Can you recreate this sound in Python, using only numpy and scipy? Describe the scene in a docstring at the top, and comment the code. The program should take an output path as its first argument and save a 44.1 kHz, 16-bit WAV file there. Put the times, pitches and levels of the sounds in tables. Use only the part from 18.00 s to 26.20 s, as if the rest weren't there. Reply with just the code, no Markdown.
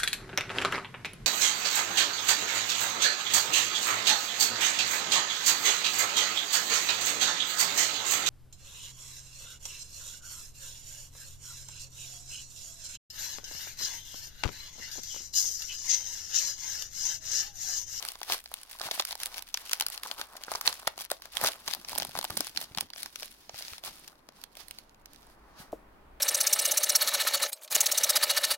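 """Hands tear and crumple a stiff foil pack close to a left and a right microphone port. Creases snap one by one
over a dense crackle of tiny noise bursts, the hollow pack answers lower down and a small room rings briefly.
After 3.5 s the torn pack gapes open and its walls flex with a low rumble. Later the foil is rubbed more than
crumpled, leaning to the right for a while. Near the end a stack of cards knocks softly, as a few fading tones
and a puff of noise, and the background rumble and hiss grow louder."""
import sys
import numpy as np
from scipy import signal
from scipy.fft import rfft, irfft, next_fast_len
from scipy.io import wavfile
from scipy.ndimage import map_coordinates

SR = 44100
rng = np.random.default_rng(int(sys.argv[2]) if len(sys.argv) > 2 else 0)


def generate_wav(signal):
    """Clip the signal to [-1, 1] and save it as 16-bit WAV at the path in sys.argv[1]."""
    frames = np.transpose(np.atleast_2d(signal))
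    scaled = np.clip(frames, -1, 1) * 32767
    pcm = np.round(scaled).astype(np.int16)
    wavfile.write(sys.argv[1], SR, pcm)


N = 361619  # length in samples, about 8.2 s

# Low rumble and room hiss. Each row: time in seconds, rumble level in dB, hiss level in dB before a fixed lift.
AIR_LEVELS = [(0.0, -65, -79), (6.03, -70.5, -71), (8.2, -58, -65)]
# Colour of the low rumble. Each row: frequency in Hz, level in dB per Hz.
RUMBLE_COLOUR = [(12, -13), (22, 0.5), (29, -15), (42, -10.5), (58, -4), (90, -30), (200, -48.5)]
# Colour of the room hiss. Each row: frequency in Hz, level in dB per Hz.
HISS_COLOUR = [(47, -40.5), (80, -12.5), (240, -8), (500, -12), (940, -10), (1500, -16.5), (2200, -21),
               (5000, -36.5), (7500, -67), (11000, -40), (16000, -44)]
# How alike steady noise is at both ports. Each row: frequency in Hz, likeness from 0 to 1.
LIKENESS = [(60, .87), (300, .85), (700, 0), (15000, 0)]
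# How fast the room falls silent. Each row: frequency in Hz, time to fall by 60 dB in seconds.
ROOM_DECAY = [(200, 0.19), (2000, 0.19), (12000, 0.029)]
# Taps of the card stack. Each row: start in seconds, level in dB.
CARD_TAPS = [(7.728, -21.5)]
# Tones of the card stack. Each row: frequency in Hz, level in dB, time to fall by 60 dB in seconds.
CARD_TONES = [(315, -6, 0.044), (460, -2.5, 0.04), (625, 9, 0.017), (1010, 12.5, 0.0049)]
# Fingers bump the pack, then the cards. Each row: start in seconds, level in dB before a fixed lift,
# starting pitch in Hz.
FINGER_BUMPS = [(0.856, -46, 149), (3.428, -38, 193), (3.94, -46, 64), (4.086, -41, 161), (4.15, -44, 75),
                (4.178, -40.5, 202), (4.305, -35, 101), (4.369, -38, 208), (4.403, -34, 330),
                (4.712, -43, 121), (4.773, -35.5, 181), (5.537, -45, 106), (5.722, -42.5, 79),
                (7.6, -41.5, 182)]
# Colour of the flexing walls. 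Each row: frequency in Hz, level in dB per Hz.
FLEX_COLOUR = [(40, -17), (80, -2.5), (350, 0), (600, -30)]
# Colour of the pack's body. Each row: frequency in Hz, level in dB per Hz.
PACK_COLOUR = [(60, -12), (200, -11.5), (450, -5.5), (700, -0.5), (1200, 0.5), (1900, -4.5), (4000, -31)]
# Colour of the foil sheet. Each row: frequency in Hz, level in dB per Hz.
SHEET_COLOUR = [(600, -38.5), (1500, -7), (2800, -4.5), (4800, -1), (6500, -6), (9000, -24.5)]
# Colour of the thin bright edges. Each row: frequency in Hz, level in dB per Hz.
EDGE_COLOUR = [(4000, -36.5), (7500, -6), (9500, -1.5), (12000, -1), (16000, -6.5)]
# The hollow of the pack changes size as it is bent. Each row: time in seconds, middle ring pitch in Hz.
HOLLOW_PITCH = [(0, 830), (1.0, 850), (1.8, 1070), (2.9, 907), (4.3, 735)]
# The foil is crumpled, then rubbed and put aside. Each row: time in seconds, graininess from 0 to 1,
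# left over right in dB.
WRAPPER_STATE = [(0, 1, .5), (4.9, 1, .5), (5.0, .85, 0), (6.3, .85, 0), (6.6, .7, -9), (6.8, .75, -9),
                 (7.35, .85, -3), (7.45, .3, 0)]
# The steady grip between flurries. Each row: time in seconds, crackle level in dB, pack body level in dB.
GRIP_LEVELS = [(0, -49, -45), (.43, -54.5, -80), (0.901, -66, -56), (1.468, -54, -62), (1.997, -65, -49),
               (2.35, -52.5, -50), (2.9, -47.5, -51), (3.1, -72, -66), (3.55, -51, -49.5),
               (4.401, -46, -57.5), (4.72, -53.5, -53), (4.92, -73.5, -84), (5.15, -48, -66),
               (6.149, -67, -63), (6.85, -63, -72.5), (7.05, -73, -67.5), (7.6, -69.5, -56.5),
               (8.2, -85, -79)]
# Squeezes, pulls and rubs. Each row: start in seconds, hold in seconds, crackle level in dB,
# pack body level in dB.
SQUEEZES = [(0.022, 0.085, -40.5, -47), (0.312, 0.014, -25, -31), (0.527, 0.11, -48.5, -54.5),
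            (0.7, 0.09, -47, -56), (0.835, .035, -35, -36.5), (0.925, 0.036, -37, -45),
            (0.994, 0.0038, -33, -47), (1.082, 0.031, -39.5, -53), (1.22, 0.0057, -33.5, -42.5),
            (1.272, .13, -42, -47.5), (1.564, 0.27, -45, -51.5), (1.923, 0.028, -39, -49.5),
            (2.042, 0.086, -41.5, -44.5), (2.197, 0.014, -37, -37.5), (2.32, 0.096, -58, -49.5),
            (2.492, 0.077, -40.5, -42.5), (2.661, 0.033, -30.5, -33), (2.694, 0.087, -47.5, -60.5),
            (2.999, 0.0079, -36.5, -42), (3.134, 0.014, -43, -52), (3.25, 0.0092, -45.5, -47.5),
            (3.363, 0.0074, -35, -43), (3.434, 0.028, -25.5, -25.5), (3.668, 0.072, -38.5, -49.5),
            (3.902, 0.11, -40, -48), (4.149, 0.039, -43, -48), (4.32, 0.0082, -42, -42.5),
            (4.386, 0.046, -37.5, -50.5), (4.568, 0.067, -42, -50.5), (4.776, 0.06, -45.5, -50.5),
            (4.98, 0.082, -42.5, -54), (5.194, 0.042, -45, -56), (5.551, 0.21, -41.5, -58),
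            (5.857, 0.03, -39, -44.5), (5.935, 0.16, -50.5, -57.5), (6.366, 0.061, -54, -58),
            (6.602, 0.0063, -43.5, -49), (6.658, 0.15, -57, -75), (7.111, 0.22, -59, -63),
            (7.594, 0.03, -50, -51.5)]
# Creases that snap. Each row: start in seconds, sheet level in dB, pack body level in dB, bright edge level in dB.
CREASES = [(0.0259, -26.5, -44.5, -24.5), (0.0506, -23.5, -36.5, -22.5), (0.087, -24, -64, -21.5),
           (0.119, -32, -62.5, -23), (0.1548, -32, -38.5, -41.5), (0.2153, -28, -32.5, -35),
           (0.2315, -22, -47, -25), (0.2993, -19.5, -28.5, -32), (0.322, -13.5, -38, -17.5),
           (0.3436, -22, -31.5, -20.5), (0.4407, -43.5, -55, -33), (0.459, -31, -49, -39),
           (0.5155, -39, -40, -37), (0.5401, -24.5, -42, -19), (0.633, -31.5, -64, -31),
           (0.7443, -52, -67, -37), (0.7512, -45, -40, -48), (0.788, -37, -54, -33),
           (0.7977, -28, -43, -30), (0.8093, -43, -29, -48), (0.8147, -19.5, -34.5, -27),
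           (0.8864, -35, -33.5, -41), (0.9121, -15.5, -33, -26), (0.9159, -21.5, -33, -23),
           (0.977, -37, -31, -36), (0.9969, -9.5, -25, -21), (1.001, -19, -27.5, -36),
           (1.01, -30, -47, -23), (1.0227, -22, -50, -35), (1.0512, -19.5, -58, -17),
           (1.0901, -34, -50, -25), (1.109, -24, -36, -28), (1.1272, -23.5, -35, -34),
           (1.1535, -25.5, -40, -25), (1.2015, -27.5, -49, -27), (1.2336, -17, -44, -17.5),
           (1.2588, -21, -56, -14), (1.3433, -27.5, -56, -37), (1.382, -38, -59, -28.5),
           (1.392, -27.5, -46, -33), (1.4235, -29, -48, -31), (1.477, -58, -66, -44),
           (1.5428, -16, -44, -23.5), (1.5463, -23.5, -41, -31), (1.5733, -18, -44, -26),
           (1.5964, -53, -57, -35), (1.695, -24.5, -53, -24), (1.712, -25, -39.5, -22),
           (1.7165, -20, -41, -34), (1.7325, -9, -30, -10.5), (1.7991, -20, -66, -18),
           (1.8091, -10, -24.5, -12), (1.8227, -21, -31.5, -22), (1.8653, -18.5, -37.5, -13),
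           (1.8843, -31, -57, -20), (1.9009, -32, -48, -23), (1.9772, -26, -46, -28.5),
           (2.034, -23, -38.5, -19.5), (2.1135, -21, -35.5, -26), (2.2136, -18.5, -32, -24),
           (2.3533, -46, -39.5, -49), (2.4367, -23.5, -46, -27), (2.4477, -33, -52, -52),
           (2.4818, -46, -29, -49), (2.5097, -27, -50, -38), (2.517, -24.5, -25.5, -22),
           (2.538, -25, -54, -34), (2.551, -24, -27, -28.5), (2.5558, -16, -33, -25),
           (2.612, -19, -36, -16.5), (2.6763, -4, -25, -17), (2.7276, -22.5, -44, -26),
           (2.8726, -12, -20.5, -35), (2.876, -12.5, -20.5, -11), (2.9784, -28, -34.5, -30.5),
           (2.9898, -29, -58, -28), (3.0086, -25.5, -42, -23), (3.1023, -26.5, -38, -25),
           (3.1112, -26.5, -41, -26.5), (3.1153, -18.5, -20.5, -12.5), (3.2212, -33.5, -48, -32.5),
           (3.2559, -32.5, -53.5, -36), (3.3532, -30, -55, -26), (3.3697, -14, -34, -21),
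           (3.38, -30, -43, -28), (3.4132, -18, -26.5, -17), (3.4389, -31, -21.5, -8),
           (3.4459, -14.5, -16.5, -18), (3.4857, -19, -31, -15), (3.6782, -14, -33, -29),
           (3.683, -23, -27, -20), (3.7112, -26, -37.5, -32), (3.732, -24, -56, -36),
           (3.7362, -17, -40, -22), (3.7485, -23, -43, -21), (3.8482, -28, -47, -42),
           (3.8862, -26.5, -40.5, -30), (3.919, -35, -41, -26), (3.9305, -29, -32.5, -31),
           (3.9523, -27.5, -41, -24), (3.9585, -29, -31.5, -37), (3.9789, -19, -35, -20),
           (3.9832, -21, -29.5, -12.5), (3.9998, -22, -32, -30), (4.0218, -17, -30.5, -23),
           (4.0303, -22, -45, -26), (4.0497, -23.5, -33, -21), (4.093, -35, -40, -33),
           (4.1526, -28, -28, -37), (4.1644, -30, -32, -43), (4.1742, -28, -32.5, -25),
           (4.189, -20.5, -29, -15.5), (4.2125, -26, -41, -29), (4.228, -25, -37, -26),
           (4.2429, -23, -28.5, -16.5), (4.2499, -18.5, -35, -24), (4.3005, -28.5, -33, -39),
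           (4.3042, -23, -34.5, -24), (4.37, -18, -33, -26), (4.3738, -18, -33.5, -14),
           (4.4065, -15.5, -26.5, -11), (4.4465, -30, -53, -29), (4.4693, -24, -43.5, -25),
           (4.5624, -29, -47, -34), (4.5739, -11.5, -41.5, -23), (4.6137, -23, -39, -22),
           (4.6248, -32, -38, -41), (4.7485, -27.5, -42, -39), (4.7745, -19, -34.5, -19),
           (4.7843, -15, -24.5, -24.5), (4.8086, -18, -40, -12.5), (4.9026, -34, -46, -38),
           (4.9352, -29, -55, -49), (4.961, -32.5, -44, -45), (5.0312, -23.5, -49, -19),
           (5.0598, -24.5, -38, -31), (5.158, -21.5, -40.5, -26.5), (5.2236, -30.5, -40, -45),
           (5.2305, -20.5, -38, -29), (5.4945, -27.5, -37, -51), (5.5438, -35, -38, -42),
           (5.5593, -33, -56, -43), (5.6077, -38, -39.5, -41), (5.6236, -25.5, -65, -30),
           (5.6502, -31.5, -44, -44), (5.6818, -26, -46, -42), (5.7338, -29, -39, -38),
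           (5.7814, -28.5, -46, -34), (5.8377, -30, -40, -34), (6.0785, -29.5, -56, -32),
           (6.2887, -33, -44.5, -41.5), (6.4387, -28, -47, -29), (6.553, -41, -63, -38),
           (6.5697, -33, -46, -33), (6.6834, -37, -58, -32), (6.71, -27.5, -53, -28.5),
           (6.7863, -30.5, -52, -34), (6.8944, -45, -59, -53), (6.946, -45.5, -55, -54),
           (7.058, -33.5, -69, -34.5), (7.1337, -41, -62, -41), (7.1604, -43, -66, -47),
           (7.2073, -56, -63, -51), (7.2687, -57.5, -61, -45)]

TOP_HZ = 16000  # the recorder's band limit
RISE_DB_PER_S, FALL_DB_PER_S = 430, 340  # how fast a flurry swells and dies
OPEN_S, OPENING_S = 3.54, 0.38  # when the torn pack starts to gape, and how long that takes
FLEX_DB = -10  # flexing, compared with the pack body level
BUSY = 0.3  # share of a harder squeeze (in dB) that makes more creases instead of louder ones
FLIP_S = 0.0003  # rise time of a snapping crease
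JOLT = 0.45  # share of the flip's noise that is one dry jolt
CREEP_S, CREEP_DB = 0.003, -15  # a crease creaks this long before it flips; level the creak grows to
PORT_LAG = 5  # samples by which the right port hears the foil later


def amp(db):
    """Turn dB into a gain."""
    return 10 ** (np.asarray(db) / 20)


def unit(x):
    """Scale to an rms (average strength) of 1."""
    return x / np.sqrt(np.mean(x ** 2) + 1e-20)


def along(points, hz):
    """Read (Hz, value) points at any frequency, on a log axis."""
    f, v = np.transpose(points)
    return np.interp(np.log(hz + 1), np.log(f + 1), v)


def curves(rows, s):
    """Read each column after the time at times s."""
    knots, *cols = np.transpose(rows)
    return [np.interp(s, knots, c) for c in cols]


def wobble(rate):
    """A smooth random curve with this many knots a second."""
    knots = rng.standard_normal(int(N * rate / SR) + 4)
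    return map_coordinates(knots, [np.arange(N) * rate / SR])


def coloured(x, spectrum):
    """Filter x to a spectrum, with energy 1 and nothing sounding ahead of its cause."""
    cepstrum = irfft(np.log(amp(along(spectrum, np.fft.rfftfreq(4096, 1 / SR)))))
    # folding the second half onto the first puts the energy as early as possible
    cepstrum[1:2048] *= 2
    cepstrum[2049:] = 0
    kernel = irfft(np.exp(rfft(cepstrum)))
    return signal.fftconvolve(x, kernel[None] / np.linalg.norm(kernel), axes=1)[:, :N]


def rush(spectrum):
    """Steady stereo noise of rms 1, as alike at both ports as LIKENESS says."""
    m = next_fast_len(N)
    hz = np.fft.rfftfreq(m, 1 / SR)
    turn = np.arccos(np.clip(along(LIKENESS, hz), -1, 1)) / 2
    white = rfft(rng.standard_normal((2, m)))
    shares = [np.cos(turn), np.sin(turn)]
    mid, side = irfft(white * amp(along(spectrum, hz)) * shares, m)[:, :N]
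    return unit(np.array([mid + side, mid - side]))


def handling(s):
    """Crackle and pack body levels (dB) at times s: flurries swell, hold and die over the steady grip."""
    start, hold, *peaks_db = np.transpose(SQUEEZES)[:, :, None]
    knots = np.arange(0, N / SR, 0.002)
    rise_loss_db = RISE_DB_PER_S * np.clip(start - knots, 0, None)
    fall_loss_db = FALL_DB_PER_S * np.clip(knots - start - hold, 0, None)
    levels = []
    for grip_db, peak_db in zip(curves(GRIP_LEVELS, knots), peaks_db):
        flurries = amp(2 * (peak_db - rise_loss_db - fall_loss_db)).sum(axis=0)
        power = amp(2 * grip_db) + flurries
        levels.append(np.interp(s, knots, 10 * np.log10(power)))
    return levels


def air():
    """Low building rumble and the room's hiss: steady noises with slowly moving levels."""
    rumble_db, hiss_db = curves(AIR_LEVELS, np.arange(N) / SR)
    return amp(rumble_db) * rush(RUMBLE_COLOUR) + amp(hiss_db + 6.5) * rush(HISS_COLOUR)


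def room(x):
    """The room answers with a tail of noise in which each frequency dies at its own speed."""
    hz, t, z = signal.stft(rng.standard_normal((2, SR // 3)), SR, nperseg=256)
    decay = amp(-60 * t / along(ROOM_DECAY, hz)[:, None])
    tail = signal.istft(z * decay, SR, nperseg=256)[1]
    delayed = np.pad(x, ((0, 0), (150, 0)))  # 150 samples, about 3.4 ms
    return signal.fftconvolve(delayed, tail / np.linalg.norm(tail[0]), axes=1)[:, :N]


def taps():
    """The card stack rings in a few low tones as it knocks, and noise puffs out from between the cards."""
    out, t = np.zeros(N + SR), np.arange(SR // 4) / SR
    for s, db in CARD_TAPS:
        ring = sum(amp(level - 60 * t / t60) * np.sin(2 * np.pi * hz * t) for hz, level, t60 in CARD_TONES)
        knock = ring * (1 - np.exp(-(t / 0.0024) ** 2))
        puff_level = amp(-35.5 - 60 * t / 0.21) + amp(-43 - 60 * t / 0.04)
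        puff = puff_level * rng.standard_normal(len(t))
        out[round(s * SR):][:len(t)] += amp(db) * knock
        out[round((s - 0.008) * SR):][:len(t)] += amp(db) * puff  # the air leaves just before the contact
    return out[:N] * amp([[0.7], [-0.7]])  # slightly to the left


def bumps():
    """Each bump is one soft low push that sags in pitch as the finger settles."""
    out, t = np.zeros(N + SR), np.arange(SR // 8) / SR
    for s, db, hz in FINGER_BUMPS:
        push = np.sin(2 * np.pi * hz * t / (1 + 8 * t)) * (1 - np.exp(-t / 0.0047))
        out[round(s * SR):][:len(t)] += amp(db + 11.5 - 60 * t / 0.024) * push
    return out[:N] * amp([[0.6], [-0.6]])  # slightly to the left


def flex():
    """Once the pack is open, its loose walls flex with an uneven low rumble."""
    s = np.arange(N) / SR
    opened = np.clip((s - OPEN_S) / OPENING_S, 0, 1)
    gape = opened * curves(WRAPPER_STATE, s)[0] ** 4  # rubbing hardly bends the walls
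    uneven_db = 7.5 * np.tanh(wobble(30))
    return gape * amp(handling(s)[1] + FLEX_DB + uneven_db) * rush(FLEX_COLOUR)


def rub():
    """Skin slides on foil: an even rustle of noise that takes over as the graininess falls."""
    s = np.arange(N) / SR
    sheet_db, pack_db = handling(s)
    grain, pan_db = curves(WRAPPER_STATE, s)
    slide_db = -12 * grain
    shared = rng.standard_normal(N + PORT_LAG)
    body = amp(pack_db + slide_db) * np.array([shared[PORT_LAG:], shared[:-PORT_LAG]])
    level = amp(sheet_db + slide_db + np.outer([1, -1], pan_db / 2))
    flutter = amp(1.97 * np.array([wobble(25), wobble(25)]))[:, None]
    sheet, edge = level * flutter * rng.standard_normal((2, 2, N))
    rustle = coloured(sheet, SHEET_COLOUR) + amp(-2.5) * coloured(edge, EDGE_COLOUR)
    return amp(-1.0) * coloured(body, PACK_COLOUR) + rustle


def bursts(s, db, pan_db, hz, t60, ring, alike, rise, size):
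    """Short bursts at two ports: a creak, a jolting flip that rings one facet, then a fainter, longer rattle."""
    before = np.arange(size) / SR - CREEP_S  # negative until the flip
    t = np.clip(before, 0, None)
    noise = rng.standard_normal((len(s), 3, size))
    phase = rng.uniform(size=(len(s), 3, 1))
    facet = np.sqrt(2) * np.sin(2 * np.pi * (hz[:, None, None] * t + phase))
    onset = 1 - np.exp(-(t / rise) ** 2)
    flip = onset * amp(-60 * t / t60)
    rattle = 0.13 * onset * amp(-60 * t / (5 * t60))
    creak = amp(CREEP_DB) * (1 - onset) * np.clip(1 + before / CREEP_S, 0, 1) ** 2
    noise_level = np.sqrt((1 - ring) * (1 - JOLT)) * flip + rattle + creak
    waves = np.sqrt(ring) * flip * facet + noise_level * noise
    # the jolt is a single sample, pushing up or down at random
    jolt = np.sqrt((1 - ring) * JOLT / 2) * np.linalg.norm(flip)
    waves[:, :, np.argmax(flip)] += jolt * np.sign(noise[:, :1, 0])
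    shared, left, right = waves.transpose(1, 0, 2)
    first = np.clip(np.round((s - CREEP_S) * SR).astype(int), 0, None)
    place = first[:, None] + np.arange(size)
    out = []
    for own, side, lag in ((left, 1, 0), (right, -1, PORT_LAG)):
        mix = np.sqrt(alike) * shared + np.sqrt(1 - alike) * own
        wave = amp(db + side * pan_db / 2)[:, None] * mix
        out.append(np.bincount((place + lag).ravel(), wave.ravel(), N + size + 8)[:N])
    return np.array(out)


def foil(s, sheet_db, pack_db, edge_db, facet_hz, t60, rise, size):
    """A buckling crease shakes the sheet, the hollow pack (most alike at both ports) and the thin edges."""
    draws = rng.standard_normal((len(s), 3))
    pan_db = curves(WRAPPER_STATE, s)[1] + 4.56 * draws[:, 0]
    hollow_hz = curves(HOLLOW_PITCH, s)[0] * amp(2.3 * draws[:, 1])
    rim_hz = 11000 * amp(1.3 * draws[:, 2])
    # ring is the share of tone against noise, alike the share common to both ports
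    pack = bursts(s, pack_db, 0.17 * pan_db, hollow_hz, 2.3 * t60,
                  ring=0.22, alike=0.9, rise=2.27 * rise, size=size)
    sheet = bursts(s, sheet_db, pan_db + 3.0, facet_hz, t60,
                   ring=0.16, alike=0.39, rise=rise, size=size)
    edge = bursts(s, edge_db, pan_db - 3.5, rim_hz, 0.85 * t60,
                  ring=0.015, alike=0.22, rise=rise, size=size)
    return coloured(pack, PACK_COLOUR) + coloured(sheet, SHEET_COLOUR) + coloured(edge, EDGE_COLOUR)


def crackle(count, spiky_db, clump_db):
    """Many small creases in clumps, denser under a harder squeeze: most are faint, each has its own colour."""
    knots = np.arange(0, (N - 1) / SR, 0.002)
    density = amp(2 * BUSY * handling(knots)[0])
    density = density / density.mean()
    s = np.interp(rng.uniform(size=count), np.cumsum(density) / density.sum(), knots)
    at = (s * SR).astype(int)
    draws = rng.standard_normal((count, 4))
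    # where creases are denser, each one is quieter
    sheet_db, pack_db = handling(s) - 10 * np.log10(np.interp(s, knots, density))
    smooth_db = 18 * (curves(WRAPPER_STATE, s)[0] - 1)  # a rubbed sheet creases less
    spike_db = spiky_db * (np.minimum(rng.exponential(size=count), 4.5) - 1)
    size_db = smooth_db + spike_db + clump_db * wobble(60)[at]
    # facets change size as the sheet folds
    facet_hz = 3500 * amp(2.61 * wobble(8.4)[at] + 2.8 * draws[:, 3])
    # the pack body pops in clusters of its own
    hollow_db = 4 * wobble(70)[at] + 2 * draws[:, 1] - 7 - 0.68 * size_db
    return foil(s, sheet_db + size_db + 3 * draws[:, 0], pack_db + size_db + hollow_db,
                sheet_db + size_db + 4 * draws[:, 2], facet_hz, t60=0.0025, rise=0.00013, size=400)


def snaps():
    """Single creases: each flips in about a millisecond, rings a facet of its own size and rattles out."""
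    s, sheet_db, pack_db, edge_db = np.transpose(CREASES)
    facet_hz = 4200 * amp(2.18 * rng.standard_normal(len(s)))
    return foil(s, sheet_db, pack_db, edge_db, facet_hz, t60=0.0045, rise=FLIP_S, size=850)


def scene():
    """Hands, foil and cards close by, in a small room."""
    handled_foil = snaps() + crackle(count=4000, spiky_db=1.5, clump_db=5.5) + rub() + flex()
    near = handled_foil + taps() + bumps()
    return near + amp(-19) * room(near) + air()


def record(dry):
    """The recorder cuts steeply above its band limit, by 1 dB more for every 14 Hz."""
    m = next_fast_len(N + SR // 4)
    hz = np.fft.rfftfreq(m, 1 / SR)
    cut_db = -np.clip(hz - TOP_HZ, 0, None) / 14
    return irfft(rfft(dry, m) * amp(cut_db), m)[:, :N]


dry = scene()
out = record(dry)
generate_wav(out)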